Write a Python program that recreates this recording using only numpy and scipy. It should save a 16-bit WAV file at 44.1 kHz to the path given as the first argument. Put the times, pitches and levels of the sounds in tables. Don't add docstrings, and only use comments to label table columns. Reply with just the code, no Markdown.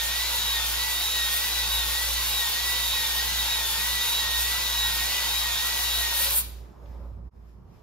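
import sys
import numpy as np
from scipy import signal
from scipy.fft import rfft, irfft, next_fast_len
from scipy.io import wavfile
from scipy.ndimage import uniform_filter1d, map_coordinates

SR = 44100
rng = np.random.default_rng(int(sys.argv[2]) if len(sys.argv) > 2 else 0)


def wav_record(signal):
    frames = np.transpose(np.atleast_2d(signal))
    bounded = np.clip(frames, -1, 1)
    quanta = np.round(bounded * 32767).astype(np.int16)
    wavfile.write(sys.argv[1], SR, quanta)


N = 344994

# start_s, rumble_db, drone_db, hiss_db
ROOM_TONE = [(0, -56.5, -57, -71), (3, -54.5, -58, -62), (6.3, -55, -56.5, -69), (6.6, -51.5, -58, -67),
             (6.77, -54, -57.5, -73), (6.9, -54, -56, -67.5), (7.05, -48, -55.5, -70),
             (7.12, -56, -59, -73.5), (7.16, -56, -60, -76), (7.2, -45, -58, -78), (7.27, -52, -60, -77),
             (7.35, -54, -63, -76.5), (7.5, -55.5, -64, -72.5), (7.619, -50.5, -64.5, -79.5),
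             (7.75, -52, -60, -70), (7.82, -55, -60, -72)]
# frequency_hz, density_db (per Hz)
RUMBLE_SPECTRUM = [(18, -16), (35, -4), (58, -7), (75, 4), (95, 4), (115, 2), (145, -3.5), (185, 0),
                   (230, -7), (300, -18.5)]
DRONE_SPECTRUM = [(200, -16), (280, 1.5), (400, 3.5), (560, -3.5), (700, -3.5), (950, -4.5), (1250, -8),
                  (1600, -18), (2000, -36)]
HISS_SPECTRUM = [(1300, -19.5), (1700, -6), (2300, -12), (3300, -15), (4300, -17), (5900, -19), (7500, -22),
                 (10000, -24), (14500, -19), (15700, -41)]
# centre_hz, width_hz, rise_db
HISS_RESONANCES = [(5200, 300, 7), (6700, 150, 4), (2350, 150, 3)]
# start_s, level_db
HUM_LEVEL = [(0.0, -41), (0.78, -38.5), (0.92, -43), (1.35, -40.5), (1.44, -45), (1.53, -40), (1.82, -36),
             (1.98, -41), (2.14, -38), (2.35, -39), (2.55, -47), (2.62, -41), (2.89, -39.5), (3.05, -44),
             (3.12, -40), (3.4, -37.5), (3.55, -41.5), (3.97, -39.5), (4.05, -46.5), (4.4, -36),
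             (4.61, -40.5), (4.89, -37.5), (5.07, -39.5), (5.15, -46), (5.23, -41), (5.48, -40),
             (5.64, -43.5), (6.01, -37), (6.17, -42), (6.31, -38), (6.39, -41), (6.58, -38), (6.64, -40.5),
             (6.75, -54.5), (6.83, -42.5), (6.95, -38.5), (7.09, -36), (7.25, -40.5), (7.28, -37),
             (7.31, -50.5), (7.44, -47), (7.69, -53), (7.77, -63), (7.8, -58)]
# start_s, level_db, pitch_hz
THUDS = [(6.588, -46, 91.5), (6.891, -40, 102), (6.996, -41, 109), (7.118, -34, 99.6), (7.536, -53, 110),
         (7.662, -51, 96.7)]
# start_s, ring_db, crack_db (before mode and filter gains)
KNOCKS = [(6.144, -40, -50), (6.203, -38, -46), (6.255, -38, -50), (6.275, -38, -48), (6.314, -43, -48),
          (6.349, -41, -42), (6.385, -47, -52), (6.471, -49, -62), (6.837, -45, -62), (6.858, -50, -50),
          (6.875, -49, -62), (6.894, -50, -62), (6.945, -46.5, -59), (7.001, -46, -62), (7.049, -47, -63),
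          (7.098, -48.5, -65), (7.186, -52, -66)]
# pitch_hz, relative_db, t60_s
KNOCK_MODES = [(560, 2.5, 0.063), (885, -6, 0.066)]
# start_s, envelope_peak_db
RIM_FLICKS = [(0.0912, -21), (0.3581, -17), (1.3389, -18), (2.8853, -19), (6.158, -20), (6.1985, -17),
              (6.2195, -14), (6.227, -15), (6.2455, -16), (6.2955, -19), (6.3058, -19), (6.3078, -12),
              (6.3425, -19), (6.3615, -16), (6.365, -15), (6.3775, -15), (6.385, -19)]
# start_s, scrape_db, sizzle_db
HONE_LEVEL = [(0.0, -31, -37), (1.5, -31, -35.5), (3.0, -30.5, -35.5), (4.0, -30.5, -35.5),
              (5.0, -30.5, -35.5), (6.13, -30.5, -35.5), (6.226, -29, -28), (6.29, -30.5, -35),
              (6.388, -33.5, -27), (6.43, -34, -36)]
# frequency_hz, density_db (per Hz)
SCRAPE_MID = [(130, -35.5), (220, -19.5), (319, -21), (521, -10), (633, -13), (918, -5.5), (1100, -6),
              (1240, -10), (1380, -7), (1520, -6.5), (1660, -9.5), (2310, -5.5), (3770, -0.5), (4700, -2.5),
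              (5200, -5), (6000, -7), (7260, -7), (7700, -15.5), (10000, -88.5), (16900, -120)]
SCRAPE_SIDE = [(130, -59), (220, -23), (360, -29.5), (422, -20.5), (488, -15), (936, -7), (1250, -12.5),
               (1770, -10.5), (3700, 1.5), (4800, -4.5), (7000, -5.5), (9100, -37.5), (15400, -120)]
# frequency_hz, density_db (per Hz)
SIZZLE_MID = [(8900, -28.5), (9700, -3), (10500, -2.5), (12500, -2), (13400, 0), (14500, -1.5), (15700, -8)]
SIZZLE_SIDE = [(6600, -22.5), (7400, -4.5), (9500, -5), (11600, -12.5), (11900, -16), (12500, -21)]
# centre_hz, width_hz, rise_db
BORE_RESONANCES = [(960, 220, 1), (1593, 430, 2), (3860, 410, -0.5)]
# centre_s, rise_db
SIZZLE_FLARES = [(0.05, 3), (0.37, 2.5), (0.71, 3), (1.34, 2.5), (3.18, 2), (3.74, 2), (4.4, 2.5),
                 (6.1, 0.5)]
# start_s, pitch_hz
MESH_PITCH = [(0.0, 1858), (0.06, 1851), (0.11, 1877), (0.24, 1991), (0.27, 2008), (0.32, 1974),
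              (0.38, 1945), (0.45, 1927), (0.52, 1911), (0.56, 1875), (0.61, 1850), (0.69, 1835),
              (0.75, 1879), (0.8, 1942), (0.83, 1954), (0.89, 1957), (1.06, 1928), (1.11, 1932),
              (1.19, 1892), (1.3, 1861), (1.34, 1870), (1.47, 1972), (1.52, 1992), (1.55, 1985),
              (1.66, 1925), (1.77, 1926), (1.83, 1873), (1.9, 1858), (1.95, 1886), (2.06, 1986),
              (2.12, 1993), (2.22, 1927), (2.37, 1930), (2.4, 1912), (2.45, 1876), (2.51, 1858),
              (2.55, 1869), (2.62, 1945), (2.67, 1943), (2.72, 1963), (2.82, 1958), (3.1, 1858),
              (3.13, 1855), (3.19, 1880), (3.26, 1946), (3.33, 1993), (3.5, 1910), (3.58, 1914),
              (3.62, 1874), (3.71, 1841), (3.77, 1846), (3.81, 1886), (3.87, 1948), (3.93, 1957),
              (4.11, 1932), (4.17, 1938), (4.25, 1880), (4.34, 1873), (4.41, 1882), (4.51, 1959),
              (4.57, 1967), (4.61, 1975), (4.65, 1965), (4.73, 1924), (4.85, 1903), (4.97, 1866),
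              (4.99, 1856), (5.11, 1967), (5.15, 1986), (5.25, 1947), (5.31, 1920), (5.41, 1925),
              (5.47, 1882), (5.54, 1862), (5.59, 1867), (5.62, 1870), (5.65, 1911), (5.72, 1943),
              (5.96, 1931), (5.99, 1920), (6.05, 1878), (6.17, 1863), (6.19, 1860), (6.27, 1945),
              (6.36, 1938)]
# start_s, level_db
MESH_LEVEL = [(0.0, -38.5), (0.03, -39.5), (0.2, -37), (0.31, -51), (0.35, -38.5), (0.44, -52.5),
              (0.48, -37.5), (0.51, -52.5), (0.56, -36), (0.68, -46.5), (0.85, -36), (0.98, -39),
              (1.08, -58.5), (1.12, -56.5), (1.15, -40.5), (1.2, -33.5), (1.3, -42), (1.36, -34.5),
              (1.41, -44), (1.45, -36.0), (1.55, -52.5), (1.58, -38.5), (1.62, -37.5), (1.66, -57.5),
              (1.76, -49.5), (1.81, -37.5), (1.89, -43.5), (1.92, -40), (2.04, -36), (2.12, -51.5),
              (2.18, -36.5), (2.28, -58), (2.3, -49), (2.37, -48.5), (2.43, -33.5), (2.53, -50.0),
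              (2.57, -33.5), (2.62, -41.5), (2.69, -33.5), (2.83, -40), (2.86, -42), (2.88, -57),
              (2.92, -54), (2.97, -35.5), (3.09, -42.5), (3.2, -35), (3.25, -42.5), (3.3, -38), (3.33, -46),
              (3.42, -36.5), (3.46, -54.5), (3.49, -42.5), (3.6, -36.5), (3.73, -48.5), (3.8, -39.5),
              (4.01, -35.5), (4.13, -52.5), (4.23, -35.5), (4.41, -35), (4.69, -41), (4.73, -43),
              (4.88, -36.0), (4.97, -41), (5.03, -34), (5.07, -40.5), (5.21, -38), (5.26, -39.5),
              (5.3, -54), (5.35, -39.5), (5.4, -47), (5.46, -32.5), (5.55, -45.5), (5.65, -36), (5.97, -47),
              (6.03, -34), (6.16, -43), (6.22, -38.5), (6.27, -43), (6.31, -56.0), (6.36, -55)]
OCTAVE_LEVEL = [(0.0, -33.5), (0.06, -50), (0.11, -43), (0.33, -41.0), (0.36, -53), (0.39, -38),
                (0.52, -31), (0.59, -38), (0.61, -54), (0.64, -42), (0.72, -53), (0.83, -36.5),
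                (0.87, -52.5), (0.92, -42), (0.98, -53), (1.01, -35.5), (1.23, -31.5), (1.42, -49.5),
                (1.45, -42), (1.48, -53.5), (1.53, -36), (1.68, -42), (1.73, -32), (1.8, -32),
                (1.89, -52.0), (1.95, -38.5), (2.05, -52), (2.12, -41), (2.26, -47), (2.39, -29.5),
                (2.52, -51.5), (2.55, -43.5), (2.67, -38.5), (2.79, -52.0), (2.82, -40.5), (2.97, -33),
                (3.15, -47.5), (3.18, -36.0), (3.25, -53.5), (3.34, -41.5), (3.38, -50.5), (3.4, -40),
                (3.43, -47.5), (3.53, -29.5), (3.62, -45.5), (3.79, -49.5), (3.82, -38), (3.87, -50.5),
                (3.95, -35), (4.03, -52.0), (4.08, -35.5), (4.2, -29.5), (4.24, -40.5), (4.39, -35),
                (4.44, -52.5), (4.52, -42), (4.58, -44), (4.86, -27.5), (4.98, -48), (5.01, -37.0),
                (5.22, -54), (5.37, -31.5), (5.54, -42), (5.56, -36), (5.62, -38.5), (5.71, -46),
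                (5.97, -32), (6.08, -44), (6.19, -39), (6.36, -58)]
BELOW_OCTAVE_LEVEL = [(0.0, -33.5), (0.03, -52), (0.08, -51), (0.11, -34), (0.16, -53.5), (0.27, -45.5),
                      (0.32, -51), (0.37, -37.5), (0.5, -45.5), (0.6, -34), (0.71, -48), (0.81, -40.5),
                      (0.86, -48.5), (0.97, -34.5), (1.3, -45.5), (1.34, -35.5), (1.42, -53.5), (1.52, -46),
                      (1.56, -51.5), (1.62, -39.5), (1.85, -37), (1.91, -49.5), (1.98, -42.5),
                      (2.01, -53.5), (2.1, -38), (2.14, -51.5), (2.19, -44), (2.4, -39), (2.6, -40.5),
                      (2.65, -52.5), (2.67, -39), (2.86, -34), (2.96, -39.5), (2.98, -53), (3.05, -34),
                      (3.15, -51.5), (3.28, -44), (3.36, -52.0), (3.39, -33.5), (3.56, -42), (3.66, -33),
                      (3.76, -42), (3.79, -51), (3.9, -39), (3.98, -48), (4.02, -33), (4.29, -50.5),
                      (4.33, -44), (4.42, -51), (4.45, -36), (4.5, -51), (4.53, -38.5), (4.57, -52),
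                      (4.67, -33.5), (4.76, -51.5), (4.8, -37), (4.92, -52.5), (5.06, -44.5), (5.16, -51.5),
                      (5.26, -37.5), (5.4, -44), (5.45, -46), (5.52, -35.5), (5.76, -54), (5.92, -40.5),
                      (6.03, -51), (6.11, -46.5), (6.16, -52.0), (6.19, -47), (6.36, -57)]
LOW_MOTOR_LEVEL = [(0, -53), (0.3, -60.5), (0.45, -47), (0.8, -50), (1.0, -51.5), (1.35, -59), (1.7, -50.5),
                   (2.0, -49.5), (2.1, -63.5), (2.25, -52), (2.5, -56.5), (2.7, -50.5), (3.15, -51.5),
                   (3.35, -63), (3.5, -46), (3.85, -50), (4.1, -47), (4.4, -52.5), (4.85, -48.5),
                   (5.15, -55), (5.35, -50), (5.55, -59), (5.75, -49), (6.0, -50), (6.35, -60)]
MAIN_SIDE_DB = [-14, -1, -1, -5]
# shaft_multiple, level_db, side_minus_mid_db
WHINE_LINES = [(1, -67, -6), (4.05, -64, -1), (4.83, -60, -5), (5.18, -57, -6), (6.45, -59, -10),
               (8.35, -61, -3), (8.6, -59, -10), (8.84, -60, -6), (10.79, -58, -6), (12.65, -59, -5),
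               (12.9, -58, -8), (14.01, -58, -6), (14.55, -58, -10), (15.09, -57, -5), (16.16, -53, -1),
               (19.82, -54, -2), (23.14, -55, -2), (24.32, -54, -6), (25.78, -55, -4), (26.07, -57, -7),
               (31, -59, 2), (32, -54, -1), (33.06, -58, 0), (37.7, -62, -1), (42.92, -56, 5)]
# frequency_hz, gain_db
MID_FILTER = [(1, 0), (8100, 0), (8300, -50), (8900, -50), (9050, 0), (23000, 0)]
SIDE_FILTER = [(1, 0), (12350, 0), (12450, -30), (13700, -40), (14000, -70), (23000, -70)]
# start_s, gain (linear)
FADE = [(0, 1), (7.275, 1), (7.3, 0.027), (7.306, 0.035), (7.36, 1)]

HUM_HZ, LATE_HUM_HZ, LATE_S = 58.55, 57.4, 7.3
THUD_T60_S = 0.11
SHARED = .62
FLARE_WIDE_S, FLARE_SCRAPE = 0.021, 0.13
TEETH, LOW_MULTIPLE = 11, 5.38
TOP_HZ = 15750


def undb(db):
    return np.exp(np.asarray(db) * (np.log(10) / 20))


def level(x, db):
    return x * (undb(db) / x.std())


def curves(table):
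    s, *columns = np.transpose(table)
    return [np.interp(np.arange(N) / SR, s, c) for c in columns]


def colour(x, points, peaks=(), outside_db=-70):
    size = next_fast_len(N)
    hz = np.arange(size // 2 + 1) * SR / size + 1
    at, db = np.transpose(points)
    gain_db = np.interp(np.log(hz), np.log(at), db, left=outside_db, right=outside_db)
    for centre, width, peak_db in peaks:
        gain_db += peak_db / (1 + (2 * (hz - centre) / width) ** 2)
    return irfft(rfft(x, size) * undb(gain_db), size)[:N]


def walk(rate):
    levels = rng.standard_normal(int(N * rate / SR) + 2)
    return 1.22 * np.interp(np.arange(N), np.arange(len(levels)) * SR / rate, levels)


def bumps(times, wide_s, rise_db):
    t = np.arange(0, N, 64) / SR
    total = np.exp(-.5 * ((t[:, None] - times) / wide_s) ** 2) @ (rise_db * np.ones(len(times)))
    return np.interp(np.arange(N) / SR, t, total)


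def patchy(x, depth_db, width_hz, last_s):
    _, _, z = signal.stft(x, nperseg=1024)
    rows_per_cell = max(width_hz * 1024 / SR, 1)
    columns_per_cell = max(last_s * SR / 512, 1)
    rows, columns = np.indices(z.shape)
    field = rng.standard_normal((520, N // 500))
    gain_db = map_coordinates(field, [rows / rows_per_cell, columns / columns_per_cell], order=1)
    return signal.istft(z * undb(depth_db * gain_db / gain_db.std()), nperseg=1024)[1][:N]


def quarter(x):
    size = next_fast_len(N)
    return irfft(1j * rfft(x, size), size)[:N]


def room(x, t60, wet_db):
    t = np.arange(SR * 3 // 4) / SR
    tail = rng.standard_normal(len(t)) * np.exp(-np.log(1000) * t / t60) * (t > .004)
    tail *= undb(wet_db) / np.sqrt(np.sum(tail ** 2))
    tail[0] = 1
    return signal.fftconvolve(x, tail)[:N] / np.sqrt(np.sum(tail ** 2))


def left_right(mid, side):
    return np.array([mid + side, mid - side])


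def running(stop_s, fall_s):
    return np.clip((stop_s - np.arange(N) / SR) / fall_s, 0, 1)


def decay(t, t60):
    return np.exp(-np.log(1000) * t / t60)


def garage():
    hum_hz = np.where(np.arange(N) < LATE_S * SR, HUM_HZ, LATE_HUM_HZ)
    cycle = 2 * np.pi * np.cumsum(hum_hz) / SR
    hum_db = curves(HUM_LEVEL)[0] + 0.55 * walk(30) + .6 * walk(12)
    hum = np.sqrt(2) * undb(hum_db) * np.sin(cycle)
    hum += undb(-64.0 + 2.8 * walk(2.7)) * np.sin(2 * cycle)
    out = left_right(hum, -.26 * hum)

    def band(spectrum, resonances):
        noise = patchy(rng.standard_normal(N), 1.2, 500., .06)
        return level(colour(noise, spectrum, resonances), 0) * undb(walk(18))

    rumble_db, drone_db, hiss_db = curves(ROOM_TONE)
    # level, spectrum, resonances, side dB, lean (positive is left)
    bands = [(rumble_db, RUMBLE_SPECTRUM, (), -11, -.26),
             (drone_db, DRONE_SPECTRUM, (), -1.5, -.1),
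             (hiss_db, HISS_SPECTRUM, HISS_RESONANCES, -1.2, .1)]
    for db, spectrum, resonances, side_db, lean in bands:
        mid, side = (band(spectrum, resonances) for _ in range(2))
        out += undb(db) * left_right(mid, undb(side_db) * side + lean * mid)
    return out


def thuds():
    t = np.arange(SR // 5) / SR
    mid = np.zeros(N + len(t))
    for s, db, hz in THUDS:
        start = int(s * SR)
        mid[start:start + len(t)] += undb(db) * np.sin(2 * np.pi * hz * t) * decay(t, THUD_T60_S)
    return left_right(mid[:N], -.3 * mid[:N])


def knocks():
    t = np.arange(SR // 6) / SR
    out = np.zeros((2, N))
    edges = signal.butter(2, [1000., 3500.], "band", fs=SR, output="sos")
    ring = sum(undb(db) * np.sin(2 * np.pi * hz * t) * decay(t, t60) for hz, db, t60 in KNOCK_MODES)
    ring *= 1 - np.exp(-t / 0.0021)
    noises = rng.standard_normal((len(KNOCKS), 2, len(t)))
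    for (s, ring_db, crack_db), noise in zip(KNOCKS, noises):
        crack = signal.sosfilt(edges, noise) * np.exp(-t / .008)
        start = int(s * SR)
        out[:, start:start + len(t)] += undb(ring_db) * ring + undb(crack_db) * crack
    return out


def flicks():
    t = np.arange(88) / SR
    envelope = t / .00012 * np.exp(1 - t / .00012)
    mid = np.zeros(N)
    draws = rng.uniform(-1, 1, (len(RIM_FLICKS), 2))
    for (s, db), (bend, sign) in zip(RIM_FLICKS, draws):
        ring = envelope * np.sin(2 * np.pi * 12800 * (1 + .06 * bend) * t)
        start = int(s * SR)
        mid[start:start + len(t)] += np.sign(sign) * undb(db) * ring
    return left_right(mid, .3 * quarter(mid))


def strokes():
    mesh_hz = uniform_filter1d(curves(MESH_PITCH)[0], size=SR // 100)
    tables = (MESH_LEVEL, OCTAVE_LEVEL, BELOW_OCTAVE_LEVEL, LOW_MOTOR_LEVEL)
    return mesh_hz, [curves(table)[0] for table in tables]


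def gears():
    mesh_hz, main_db = strokes()
    turn = 2 * np.pi * np.cumsum(mesh_hz * (1 + .0011 * walk(40))) / SR / TEETH
    multiples = [TEETH, 2 * TEETH, 2 * TEETH - 1, LOW_MULTIPLE]
    lines = list(zip(multiples, main_db, MAIN_SIDE_DB))
    lines += [(k, db + 3 * walk(12), side_db) for k, db, side_db in WHINE_LINES]
    mid, side = np.zeros(N), np.zeros(N)
    for k, db, side_db in lines:
        mid += undb(db + 1.3 * walk(45)) * np.sin(k * turn)
        steadier_db = .6 * db + .4 * db[:6 * SR].mean()
        side_level = undb(steadier_db + side_db + 2.5 * walk(10))
        side += side_level * np.cos(k * turn + .35 * walk(7))
    on = np.sqrt(2) * running(6.35, .06)
    return left_right(room(on * mid, .5, -25), room(on * side, .5, -13)), turn


def grit(turn, spread_db, throb):
    unevenness = uniform_filter1d(rng.exponential(size=N), size=5)
    size = undb(spread_db * unevenness + 0.11 * walk(9.9))
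    return level(rng.standard_normal(N) * size * (1 + throb * np.sin(turn)), 0)


def hone(turn):
    scrape_db, sizzle_db = curves(HONE_LEVEL)
    flare_s, flare_db = np.transpose(SIZZLE_FLARES)
    flare = bumps(flare_s, FLARE_WIDE_S, flare_db)
    scrape_db = scrape_db + FLARE_SCRAPE * flare
    scrape_db -= 3.3 * (1 - running(6.4, 0.099))
    sizzle_db = sizzle_db + flare + 0.2 * walk(6.5) + 0.71 * walk(12) + 0.9 * walk(24)
    on = running(6.44, 0.043)
    scrape_gain, sizzle_gain = undb(scrape_db) * on, undb(sizzle_db) * on
    rub, rub_side = (patchy(grit(turn, 2.5, .08), 2.4, 80., .035) for _ in range(2))
    fizz, fizz_side = grit(turn, 3.4, 0.043), grit(turn, 4.0, .05)
    own = np.sqrt(1 - SHARED ** 2)
    rub_side = own * rub_side + SHARED * quarter(rub)
    fizz_side = own * fizz_side + SHARED * quarter(fizz)
    scrape_mid = level(colour(rub, SCRAPE_MID, BORE_RESONANCES), -1.02) * scrape_gain
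    scrape_side = level(colour(rub_side, SCRAPE_SIDE, BORE_RESONANCES), -2.5) * scrape_gain
    sizzle_mid = level(colour(fizz, SIZZLE_MID), -0.22) * sizzle_gain
    sizzle_side = level(colour(fizz_side, SIZZLE_SIDE), 2.7) * sizzle_gain
    mid = room(scrape_mid, .6, -9) + room(sizzle_mid, .4, -13)
    side = room(scrape_side, 0.44, -2.5) + room(sizzle_side, .45, -14.0)
    return left_right(mid, side)


def scene():
    whine, turn = gears()
    return garage() + thuds() + knocks() + flicks() + whine + hone(turn)


def record(dry):
    mid = colour((dry[0] + dry[1]) / 2, MID_FILTER)
    side = colour((dry[0] - dry[1]) / 2, SIDE_FILTER)
    faded = left_right(mid, side) * curves(FADE)[0]
    steep_top = signal.ellip(10, .2, 80, TOP_HZ, fs=SR, output="sos")
    return signal.sosfilt(steep_top, faded)


dry = scene()
out = record(dry)
wav_record(out)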